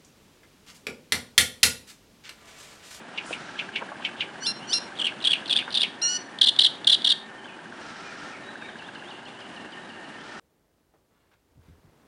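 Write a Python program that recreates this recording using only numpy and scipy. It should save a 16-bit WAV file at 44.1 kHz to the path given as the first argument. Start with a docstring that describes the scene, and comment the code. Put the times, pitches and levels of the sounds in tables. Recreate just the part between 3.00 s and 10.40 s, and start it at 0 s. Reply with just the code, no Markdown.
"""A warbler sings in lakeside reeds: dry chucks, two squeaks, four grating notes, a nasal whistle and
four harsh calls. Its syrinx is the source and its throat the filter; a buzz modulates short tones
into rasps, and scattering by the reeds adds a short tail. A far songbird answers in gliding tones.
Ripples plop at the bank as damped noise bursts, and a camera's lens drive faintly rings its case.
A soft whir, probably the camera's motor, swells at times over a broadband wash of wind and water."""
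import sys
import numpy as np
from scipy import signal
from scipy.fft import rfft, irfft, next_fast_len
from scipy.io import wavfile
from scipy.ndimage import uniform_filter1d

SR = 44100
rng = np.random.default_rng(int(sys.argv[2]) if len(sys.argv) > 2 else 0)


def to_wav(sig):
    """Store sig (one row per channel, or 1-D mono) as 16-bit WAV at the path in sys.argv[1].

    Samples outside -1..1 are clipped; the rate is SR.
    """
    pcm = np.clip(np.atleast_2d(sig), -1, 1) * 32767
    pcm = np.round(pcm).astype(np.int16)
    wavfile.write(sys.argv[1], SR, pcm.T)  # frames by channels


N = 326242
TIME = np.arange(N) / SR

# Levels in the tables are relative; the functions apply further gains.
# grating notes: start_s, level_db, pitch_hz, spacing_ratio, crescendo_db_per_s, rasp_ratio
GRATING_NOTES = [(2.001, -23.5, 3110, 0.88, 47, .7), (2.256, -17, 3317, 1.0, -7, 0.97),
                 (2.511, -17.5, 3376, 1.0, -17, 1.5), (2.757, -17, 3540, 0.98, -15, 1.36)]
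# strokes of a grating note (a faint stutter, two rasps, a quick trill):
# centre_offset_s, nominal_length_s, level_db, pitch_ratio, nominal_glide_hz, rasp_ratio
GRATING_STROKES = [(-.051, 0.0046, -19.5, 1.06, -300, .9), (-.042, .005, -21.5, 0.95, -400, 0.7),
                   (-.028, 0.013, -20.5, 1.2, -200, 1), (-.013, 0.0044, -8.5, 1.07, -100, 1),
                   (-.006, .005, -5, 1.08, 100, 1), (.0005, .007, -1, 1.01, -100, 0.42),
                   (.009, 0.0064, -8, 0.92, -200, 0.8), (0.019, 0.0082, -1, 1.02, -200, .75),
                   (.027, 0.0056, -6, .97, -400, .8), (0.043, .012, -11.5, 1.0, -100, 0.6),
                   (0.05, 0.0025, -2.5, .99, -58, 0.1), (.0545, 0.0037, 1.5, 1.02, 68, 0.39),
                   (0.063, .0045, -.5, 1.03, -150, .75), (.068, 0.0037, -6, 1.02, -350, .85),
                   (0.079, .008, -3, .92, -400, 0.94)]
# harsh calls: start_s, level_db, pitch_hz, spacing_ratio, crescendo_db_per_s, rasp_ratio
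HARSH_CALLS = [(3.412, -14.3, 3550, 1.0, 20, 1.0), (3.588, -13.3, 3560, 1.01, -5, 1.0),
               (3.870, -13, 3540, .99, -12, 1.0), (4.044, -14.6, 3510, 1.0, -12, 1.1)]
# strokes of a harsh call (a faint tick, then four rasps, the middle two entered from above):
# centre_offset_s, nominal_length_s, level_db, pitch_ratio, nominal_glide_hz, rasp_ratio
HARSH_STROKES = [(-.023, .004, -15, 1.0, -500, .9), (.0062, .0102, .5, .98, -60, .75),
                 (.02, .0065, -5, 1.07, -250, .85), (.032, .013, -.3, 1.0, -200, .87),
                 (.052, .0115, -4.5, 1.125, -200, .7), (.062, .0125, -.3, 1.0, -160, .8),
                 (.078, .0125, -2.8, .99, -260, .9)]
# lower edge of the throat's passband, rising as the beak opens: time_s, edge_hz
THROAT_EDGE = [(2.0, 2400), (2.8, 2600), (3.4, 2920)]
# spectrum of the noise skirt around the rasps: frequency_hz, gain_db
SKIRT_SPECTRUM = [(500, -28), (1100, -33), (1600, 12.5), (2150, 9.5), (2450, 3), (3500, -30), (4800, -5),
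                  (5700, 12.5), (6300, -3), (7600, 2.5), (8600, 1.5), (9300, 4.5), (9900, -0.5)]
# dry chucks: start_s, level_db, nominal_pitch_hz
CHUCKS = [(0.174, -26, 2900), (0.326, -27, 2710), (0.588, -24.5, 2760), (0.7555, -23.5, 2740),
          (1.0461, -22, 2840), (1.2037, -22, 2940)]
# squeaks, in each of which the voice breaks: break_s, level_db, roughness_ratio
SQUEAKS = [(1.466, -0.5, 0.88), (1.733, 0.5, 1.6)]
# a squeak's slide up to the break: time_from_break_s, pitch_hz, level_db, roughness_ratio
SQUEAK_SLIDE = [(-.063, 1428, -53, 0.01), (-.035, 1473, -35, 0.18), (-.013, 1537, -29.5, 0.13),
                (0, 1835, -26, 0.48), (.007, 1815, -32, .45)]
# the lower pitch it then holds: time_from_break_s, pitch_hz, level_db, roughness_ratio
SQUEAK_HOLD = [(-.004, 1383, -42, 0.42), (.002, 1385, -22, 0.33), (0.029, 1376, -25.5, 0.13),
               (.046, 1382, -29.5, .25), (.057, 1370, -33, 0.11)]
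# the whistle scoops up, climbs and holds: time_s, pitch_hz, level_db, roughness_ratio
WHISTLE = [(3.011, 1180, -46, .5), (3.02, 1370, -27, 0.1), (3.029, 1423, -24.5, 0.06),
           (3.06, 1413, -23.5, 0), (3.098, 1461, -25.5, 0.1), (3.168, 1469, -26.5, 0.17),
           (3.186, 1480, -48, 0.4)]
# throat response for the squeaks and the whistle: frequency_hz, gain_db
THROAT_RESPONSE = [(1400, -17.5), (2100, -20), (2780, -9), (2950, -6), (3650, 4), (4200, -1.5), (4450, -3),
                   (4900, -5), (5500, 1.5), (5950, -0.5), (6400, -34), (7300, -16), (8700, -21.5),
                   (9700, -15), (10300, -56)]
# the far bird's slurs: start_s, length_s, level_db, nominal_pitch_hz, shape_name
FAR_SLURS = [(1.588, 0.082, -45, 2950, "rise"), (4.376, 0.032, -47, 3090, "level"),
             (4.437, .026, -45, 3210, "rise"), (4.47, .045, -45.5, 2750, "fall"),
             (5.038, 0.063, -45, 2420, "level"), (5.312, 0.059, -45, 2430, "fall"),
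             (5.423, 0.096, -49, 3800, "dip"), (5.495, .035, -53, 3640, "fall"),
             (5.596, 0.081, -47.5, 2520, "fall"), (5.602, .085, -48.5, 3700, "dip"),
             (5.682, 0.028, -47, 3480, "fall"), (5.835, 0.048, -47, 3410, "rise"),
             (6.047, 0.059, -47, 3410, "rise"), (6.257, 0.042, -48.5, 3400, "rise"),
             (6.352, .07, -52, 3100, "rise"), (6.78, .1, -59, 3800, "dip"),
             (7.167, 0.072, -52, 3250, "rise")]
# pitch contour for each shape_name: start_ratio, middle_ratio, end_ratio
SLUR_SHAPES = {"rise": (.92, 0.99, 1.16), "fall": (1.15, 0.94, .87), "dip": (1.03, 1, 1.08),
               "level": (0.98, 1.01, 0.92)}
# the far bird's chips: start_s, level_db
FAR_CHIPS = [(5.784, -42.5), (5.947, -42), (6.102, -41), (6.251, -43), (6.402, -43.5), (6.559, -42.5),
             (6.718, -43.5), (6.888, -45.5), (7.04, -47)]
# plops of water: start_s, level_db, pitch_hz
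PLOPS = [(0.307, -27, 364), (0.812, -35, 926), (0.819, -26, 620), (0.918, -29, 920), (0.999, -36, 797),
         (2.679, -27, 1390)]
# runs of lens drive steps: start_s, step_count, frames_per_step, level_db
LENS_RUNS = [(.49, 16, 2, -31), (1.822, 4, 3, -31.5), (2.291, 6, 2, -32), (4.457, 6, 2, -35),
             (4.891, 6, 2, -35), (5.489, 4, 2, -28.5), (5.756, 5, 2, -33)]
# swells of soft whirring hiss: hold_start_s, hold_length_s, level_db
WHIRS = [(.26, .36, -45.5), (4.84, .46, -44), (7.25, .2, -46.5)]
# spectrum of the whir: frequency_hz, gain_db
WHIR_SPECTRUM = [(800, -6), (1150, 1), (1350, 18), (1600, 5.5), (2200, 3), (3200, 2), (4500, -1.5),
                 (5700, -1), (6500, -8.5), (8000, -12), (10000, -28)]
# spectrum of wind and water: frequency_hz, gain_db
WASH_SPECTRUM = [(15, -60), (25, -36), (85, -16), (107, -9), (227, 0), (384, -1), (414, -6.5), (719, -4),
                 (857, -7), (1770, -8), (2010, -10.5), (2520, -13), (2780, -12.5), (5480, -25),
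                 (10000, -30), (13000, -62.5), (22000, -120)]
# the breeze comes and goes: time_s, level_db
BREEZE = [(0, -47.5), (.75, -47.5), (1.5, -46.5), (2.2, -45.5), (2.55, -45.5), (3.15, -48.5), (3.8, -47),
          (4.5, -49), (5.15, -48), (5.8, -47.5), (7.2, -48.5), (7.4, -47.5)]
# faint steady rings: centre_hz, width_hz, level_db
RINGS = [(395.5, 2.5, -61), (225, 24, -61.5), (857, 296, -53), (1614, 360, -53), (2960, 21, -64.5)]
# spells of a thin wavering whine: hold_start_s, hold_length_s, level_db
WHINE_SPELLS = [(2.75, 0.64, -55), (3.18, .1, -51.5), (4.15, 0.21, -51), (5.2, .4, -49.5),
                (6.65, 0.87, -51)]
# one brief bright hiss: hold_start_s, hold_length_s, level_db
SWISHES = [(.265, 0.072, -49)]


def warbler(chuck_db=-10, close_after_s=.076, close_db=-5, close_hz=2950):
    """Source and filter: the syrinx drives the throat in rasps, chucks, squeaks and a whistle."""
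    out = rasps(GRATING_NOTES, GRATING_STROKES, skirt_db=-23,
                sizzle_db=-25, sizzle_ratio=2.64, sizzle_width_hz=1700,
                second_db=-34, third_db=-40, buzz_hz=961, depth=.37, bend_rad=.51, top_hz=5100)
    out += rasps(HARSH_CALLS, HARSH_STROKES, skirt_db=-21,
                 sizzle_db=-28, sizzle_ratio=2.62, sizzle_width_hz=2900,
                 second_db=-31.5, third_db=-30, buzz_hz=736, depth=.46, bend_rad=.62, top_hz=4500)
    # each grating note closes on a low chuck
    closes = [(start + close_after_s * spacing, db + crescendo * close_after_s + close_db, close_hz)
              for start, db, _, spacing, crescendo, _ in GRATING_NOTES]
    for start, db, hz in CHUCKS + closes:
        offset, sound = chuck(hz)
        add(out, start + offset, amp(db + chuck_db) * sound)
    for break_s, db, roughness in SQUEAKS:
        for contour in (SQUEAK_SLIDE, SQUEAK_HOLD):
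            offset, sound = nasal_tone(np.array(contour) * [1, 1, 1, roughness])
            add(out, break_s + offset, amp(db) * sound)
    add(out, *nasal_tone(WHISTLE))
    return out


def rasps(notes, strokes, skirt_db, sizzle_db, sizzle_ratio, sizzle_width_hz, **voice):
    """Amplitude modulation: a wide noise skirt and a high sizzle follow the envelope of the strokes."""
    spread_db, pitch_spread = 1.9, .0062  # no two strokes are quite alike
    tones, sizzle = np.zeros((2, N))
    for note_s, note_db, hz, spacing, crescendo, note_rasp in notes:
        edge_hz = curve(THROAT_EDGE, note_s)
        for offset, length, db, ratio, glide, rasp in strokes:
            softer, higher = rng.standard_normal(2)
            gain = amp(note_db + db + crescendo * offset - spread_db * softer)
            pitch = hz * ratio * (1 + pitch_spread * higher)
            sound = gain * stroke(length, pitch, glide, rasp * note_rasp, edge_hz, **voice)
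            hiss = narrow_noise(len(sound), sizzle_ratio * hz, sizzle_width_hz)
            start = note_s + offset * spacing - len(sound) / SR / 2
            add(tones, start, sound)
            add(sizzle, start, abs(signal.hilbert(sound)) * hiss)
    envelope = np.sqrt(abs(uniform_filter1d(tones ** 2, size=130)))
    return tones + amp(skirt_db) * envelope * coloured(SKIRT_SPECTRUM) + amp(sizzle_db) * sizzle


def stroke(length, hz, glide, rasp, edge_hz, second_db, third_db, buzz_hz, depth, bend_rad, top_hz):
    """A buzz from one side of the syrinx modulates the amplitude and phase of the other side's tone."""
    stretch, jitter = 1.45, .076
    size = int(length * stretch * SR)
    rasp = np.clip(rasp, 0, 1)
    position = np.linspace(-.5, .5, size) * stretch
    # with the beak wide open, long strokes start higher and fall further
    opening = np.clip((edge_hz - 2500) / 400, 0, 1)
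    fall = 520 * opening * np.clip((length - .004) / .006, 0, 1)
    pitch = (hz + (glide - fall) * position) * (1 + jitter * rasp * wander(size, 516))
    buzz_cycles = np.cumsum(buzz_hz * (1 + .323 * wander(size, 293))) / SR + rng.random()
    buzz = rasp * np.cos(2 * np.pi * buzz_cycles)
    phase = 2 * np.pi * np.cumsum(pitch) / SR + bend_rad * buzz
    envelope = (1 + depth * buzz) * signal.windows.tukey(size, .75)
    # the throat passes a steep band round the fundamental; little of the overtones gets out
    fundamental = np.pad(envelope * np.sin(phase), 64)
    fundamental = band(fundamental, edge_hz, top_hz, low_order=18.5, high_order=2.77)
    overtones = amp(second_db) * np.sin(2 * phase) + amp(third_db) * np.sin(3 * phase)
    sound = fundamental + np.pad(envelope * overtones, 64)
    return unit(sound) * np.sqrt(length * SR / len(sound))


def chuck(hz, decay_s=.015, fall_s=.034, clap_hz=150, scratch_db=-20):
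    """Forced resonance: a faint scratch, then claps of the syrinx, excite a falling throat resonance."""
    t = np.arange(-.04, .06, 1 / SR)
    since_onset = np.maximum(t, 0)
    claps = 1 + .22 * np.cos(2 * np.pi * clap_hz * (t - .004))
    attack = np.clip((t + .002) / .007, 0, 1) ** 2
    scratch = amp(scratch_db) * np.exp(-abs(t) / .028)
    envelope = attack * np.exp(-since_onset / decay_s) * claps + scratch
    throat_hz = hz * (.75 + .28 * np.exp(-since_onset / fall_s))
    sound = resonate(envelope * rng.standard_normal(len(t)), throat_hz, width_hz=1100)
    return t[0], unit(band(sound, 2100, 4600, high_order=.95))


def nasal_tone(contour, jitter=.034, shimmer=.63, hoarseness=.18, second_voice_db=-2):
    """The throat filters a harmonic series; roughness adds jitter, shimmer and a noisy second voice."""
    times, *columns = np.transpose(contour)
    t = np.arange(times[0], times[-1], 1 / SR)
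    size = len(t)
    hz, db, roughness = (np.interp(t, times, column) for column in columns)
    phase = 2 * np.pi * np.cumsum(hz * (1 + jitter * roughness * wander(size, 400))) / SR
    tone = np.zeros(size)
    for k in range(1, 8):
        harmonic = amp(curve(THROAT_RESPONSE, k * hz)) * np.sin(k * phase + rng.uniform(0, 2 * np.pi))
        tone += harmonic * (1 + hoarseness * wander(size, 230))
    second_voice = amp(second_voice_db) * roughness * narrow_noise(size, hz=5060, width_hz=260)
    sound = unit(tone) * (1 + roughness * shimmer * wander(size, 600)) + second_voice
    return times[0], amp(db) * sound * signal.windows.tukey(size, .1)


def reed_echoes(x, early_db, early_t60_s, late_db, late_t60_s):
    """Scattering: near stems return quick echoes, the whole bed and the trees a longer tail."""
    t = np.arange(SR) / SR
    echoes_per_s = 4000
    early, late = rng.choice([-1., 1.], (2, SR)) * (rng.random((2, SR)) < echoes_per_s / SR)
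    early = early * amp(-60 * t / early_t60_s) * (t > .001)
    late = late * amp(-60 * t / late_t60_s) * np.minimum(t / .041, 1)
    response = amp(early_db) * early / np.linalg.norm(early) + amp(late_db) * late / np.linalg.norm(late)
    return x + signal.fftconvolve(x, response)[:N]


def far_bird(gain_db=-5, flick_db=-5, echo_db=-8, echo_s=.045):
    """Frequency sweeps make slurs and chips; each chip opens with a flick and reflects off the trees."""
    out = np.zeros(N)
    for start, length, db, hz, shape in FAR_SLURS:
        add(out, start, amp(db) * slur(length, hz * np.array(SLUR_SHAPES[shape])))
    flick_hz = np.linspace(5000, 3400, int(.0091 * SR))
    for start, db in FAR_CHIPS:
        flick = resonate(rng.standard_normal(len(flick_hz)), flick_hz, width_hz=1100)
        add(out, start, amp(db + flick_db) * unit(flick * np.hanning(len(flick))))
        chip = slur(.0272, np.array([3250, 2840, 2740]) * (1 + .013 * rng.standard_normal()))
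        add(out, start + .0034, amp(db) * chip)
        add(out, start + echo_s, amp(db + echo_db) * chip)
    return amp(gain_db) * out


def slur(length_s, pitches_hz):
    """Frequency modulation: a pure tone wavers along a parabola through three pitches."""
    size = int(length_s * SR)
    parabola = np.polyfit([0, .5, 1], pitches_hz, 2)
    hz = np.polyval(parabola, np.linspace(0, 1, size)) * (1 + .006 * wander(size, 200))
    return unit(np.sin(2 * np.pi * np.cumsum(hz) / SR) * signal.windows.tukey(size, .5))


def ripples(gain_db=-9, decay_s=.0095, width_hz=900):
    """Heavily damped resonance: each slap of water on the bank is a short, dull burst of noise."""
    out, t = np.zeros(N), np.arange(int(.035 * SR)) / SR
    for start, db, hz in PLOPS:
        slap = rng.standard_normal(len(t)) * np.exp(-t / decay_s)
        add(out, start, amp(db + gain_db) * unit(resonate(slap, hz, width_hz)))
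    return band(out, 330, 3500, low_order=2, high_order=.43)


def lens_drive(gain_db=-1, spread_db=1.9, ring_hz=1620, decay_s=.0015, frame_s=1 / 30):
    """Impulse excitation: each step of the lens drive briefly rings one mode of the camera's case."""
    out, t = np.zeros(N), np.arange(int(.02 * SR)) / SR
    envelope = t / decay_s * np.exp(1 - t / decay_s)
    for start, count, frames, db in LENS_RUNS:
        for step in range(count):
            ring = np.sin(2 * np.pi * ring_hz * (1 + .0072 * rng.standard_normal()) * t)
            gain = amp(db + gain_db + spread_db * rng.standard_normal())
            add(out, start + step * frames * frame_s, gain * ring * envelope)
    return out


def whir(whir_db=-1):
    """Swells of soft whirring hiss with a resonance near 1350 Hz, probably the camera's motor."""
    envelope = swells(WHIRS, rise_s=.097, fall_s=.092)
    return envelope * amp(whir_db + wander(N, 40)) * coloured(WHIR_SPECTRUM)


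def wind_and_water(wash_db=-44, flutter_db=1.29):
    """Modulated broadband noise: the wash flutters and follows the breeze."""
    breeze_db = curve(BREEZE, TIME)
    breeze_db -= np.median(breeze_db)
    return amp(wash_db + breeze_db + flutter_db * wander(N, 30)) * coloured(WASH_SPECTRUM)


def faint_background(whine_db=-1):
    """Band-limited noise: narrow bands are heard as rings and a whine, a wide one as a brief hiss."""
    rings = sum(amp(db) * narrow_noise(N, hz, width) for hz, width, db in RINGS)
    whine = swells(WHINE_SPELLS, rise_s=.21, fall_s=.15) * narrow_noise(N, hz=1815, width_hz=45)
    hiss = unit(band(rng.standard_normal(N), 6000, 9800, low_order=3))
    return rings + amp(whine_db) * whine + swells(SWISHES, rise_s=.008, fall_s=.022) * hiss


def amp(db):
    """Decibels to amplitude ratio."""
    return 10 ** (np.asarray(db) / 20)


def unit(x):
    """Normalisation to rms 1."""
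    return x / np.sqrt(np.mean(x ** 2) + 1e-20)


def curve(rows, x):
    """Linear interpolation between rows of x, value."""
    return np.interp(x, *np.transpose(rows))


def add(mix, start_s, sound):
    """Superposition: a sound joins the mix at start_s."""
    part = mix[max(0, round(start_s * SR)):][:len(sound)]
    part += sound[:len(part)]


def swells(rows, rise_s, fall_s):
    """Envelopes that grow exponentially, hold and decay exponentially."""
    return sum(amp(db) * np.exp(np.minimum(TIME - s, 0) / rise_s - np.maximum(TIME - s - hold, 0) / fall_s)
               for s, hold, db in rows)


def coloured(spectrum):
    """Spectral shaping of white noise by rows of frequency_hz, gain_db."""
    hz, db = np.transpose(spectrum)
    size = next_fast_len(N, True)
    bins_hz = np.fft.rfftfreq(size, 1 / SR)
    gain = amp(np.interp(np.log(bins_hz + 1), np.log(hz + 1), db))
    return unit(irfft(rfft(rng.standard_normal(size)) * gain, size)[:N])


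def wander(size, hz):
    """Random fluctuation of rms near 1: noise low-passed at hz."""
    pole = np.exp(-2 * np.pi * hz / SR)
    noise = rng.standard_normal(size + 2048)
    return unit(signal.lfilter([1], [1, -2 * pole, pole * pole], noise))[-size:]


def resonate(x, hz, width_hz):
    """Resonance at a fixed or moving pitch: shift down by hz, low-pass, shift back."""
    carrier = np.exp(2j * np.pi * np.cumsum(hz * np.ones(len(x))) / SR)
    pole = np.exp(-np.pi * width_hz / SR)
    baseband = signal.lfilter([(1 - pole) ** 2], [1, -2 * pole, pole * pole], x / carrier)
    return 2 * (carrier * baseband).real


def narrow_noise(size, hz, width_hz):
    """A resonance driven by white noise, at rms 1."""
    return unit(resonate(rng.standard_normal(size), hz, width_hz))


def band(x, low_hz, high_hz, low_order=8, high_order=8):
    """Band-pass filtering: each edge falls by 6 dB per octave per order."""
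    size = next_fast_len(len(x) + 1024, True)
    hz = np.fft.rfftfreq(size, 1 / SR) + 1
    gain = 1 / np.sqrt((1 + (low_hz / hz) ** (2 * low_order)) * (1 + (hz / high_hz) ** (2 * high_order)))
    return irfft(rfft(x, size) * gain, size)[:len(x)]


def scene():
    """Superposition at one microphone; the far bird has the larger share of reverberant sound."""
    near = reed_echoes(warbler(), early_db=-14, early_t60_s=.07, late_db=-16.3, late_t60_s=.3)
    far = reed_echoes(far_bird(), early_db=-5, early_t60_s=.2, late_db=-3.5, late_t60_s=.55)
    return (near + far + wind_and_water() + whir() + faint_background() + lens_drive() + ripples())[None]


def record(dry, asymmetry=.017, cutoff_hz=10170):
    """Quadratic distortion in the small microphone bends loud notes slightly; a steep low-pass follows."""
    bent = dry + asymmetry * dry ** 2
    low_pass = signal.firwin(601, cutoff_hz, window=("kaiser", 7), fs=SR)
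    return signal.oaconvolve(bent, low_pass[None], "same")


dry = scene()
out = record(dry)
to_wav(out)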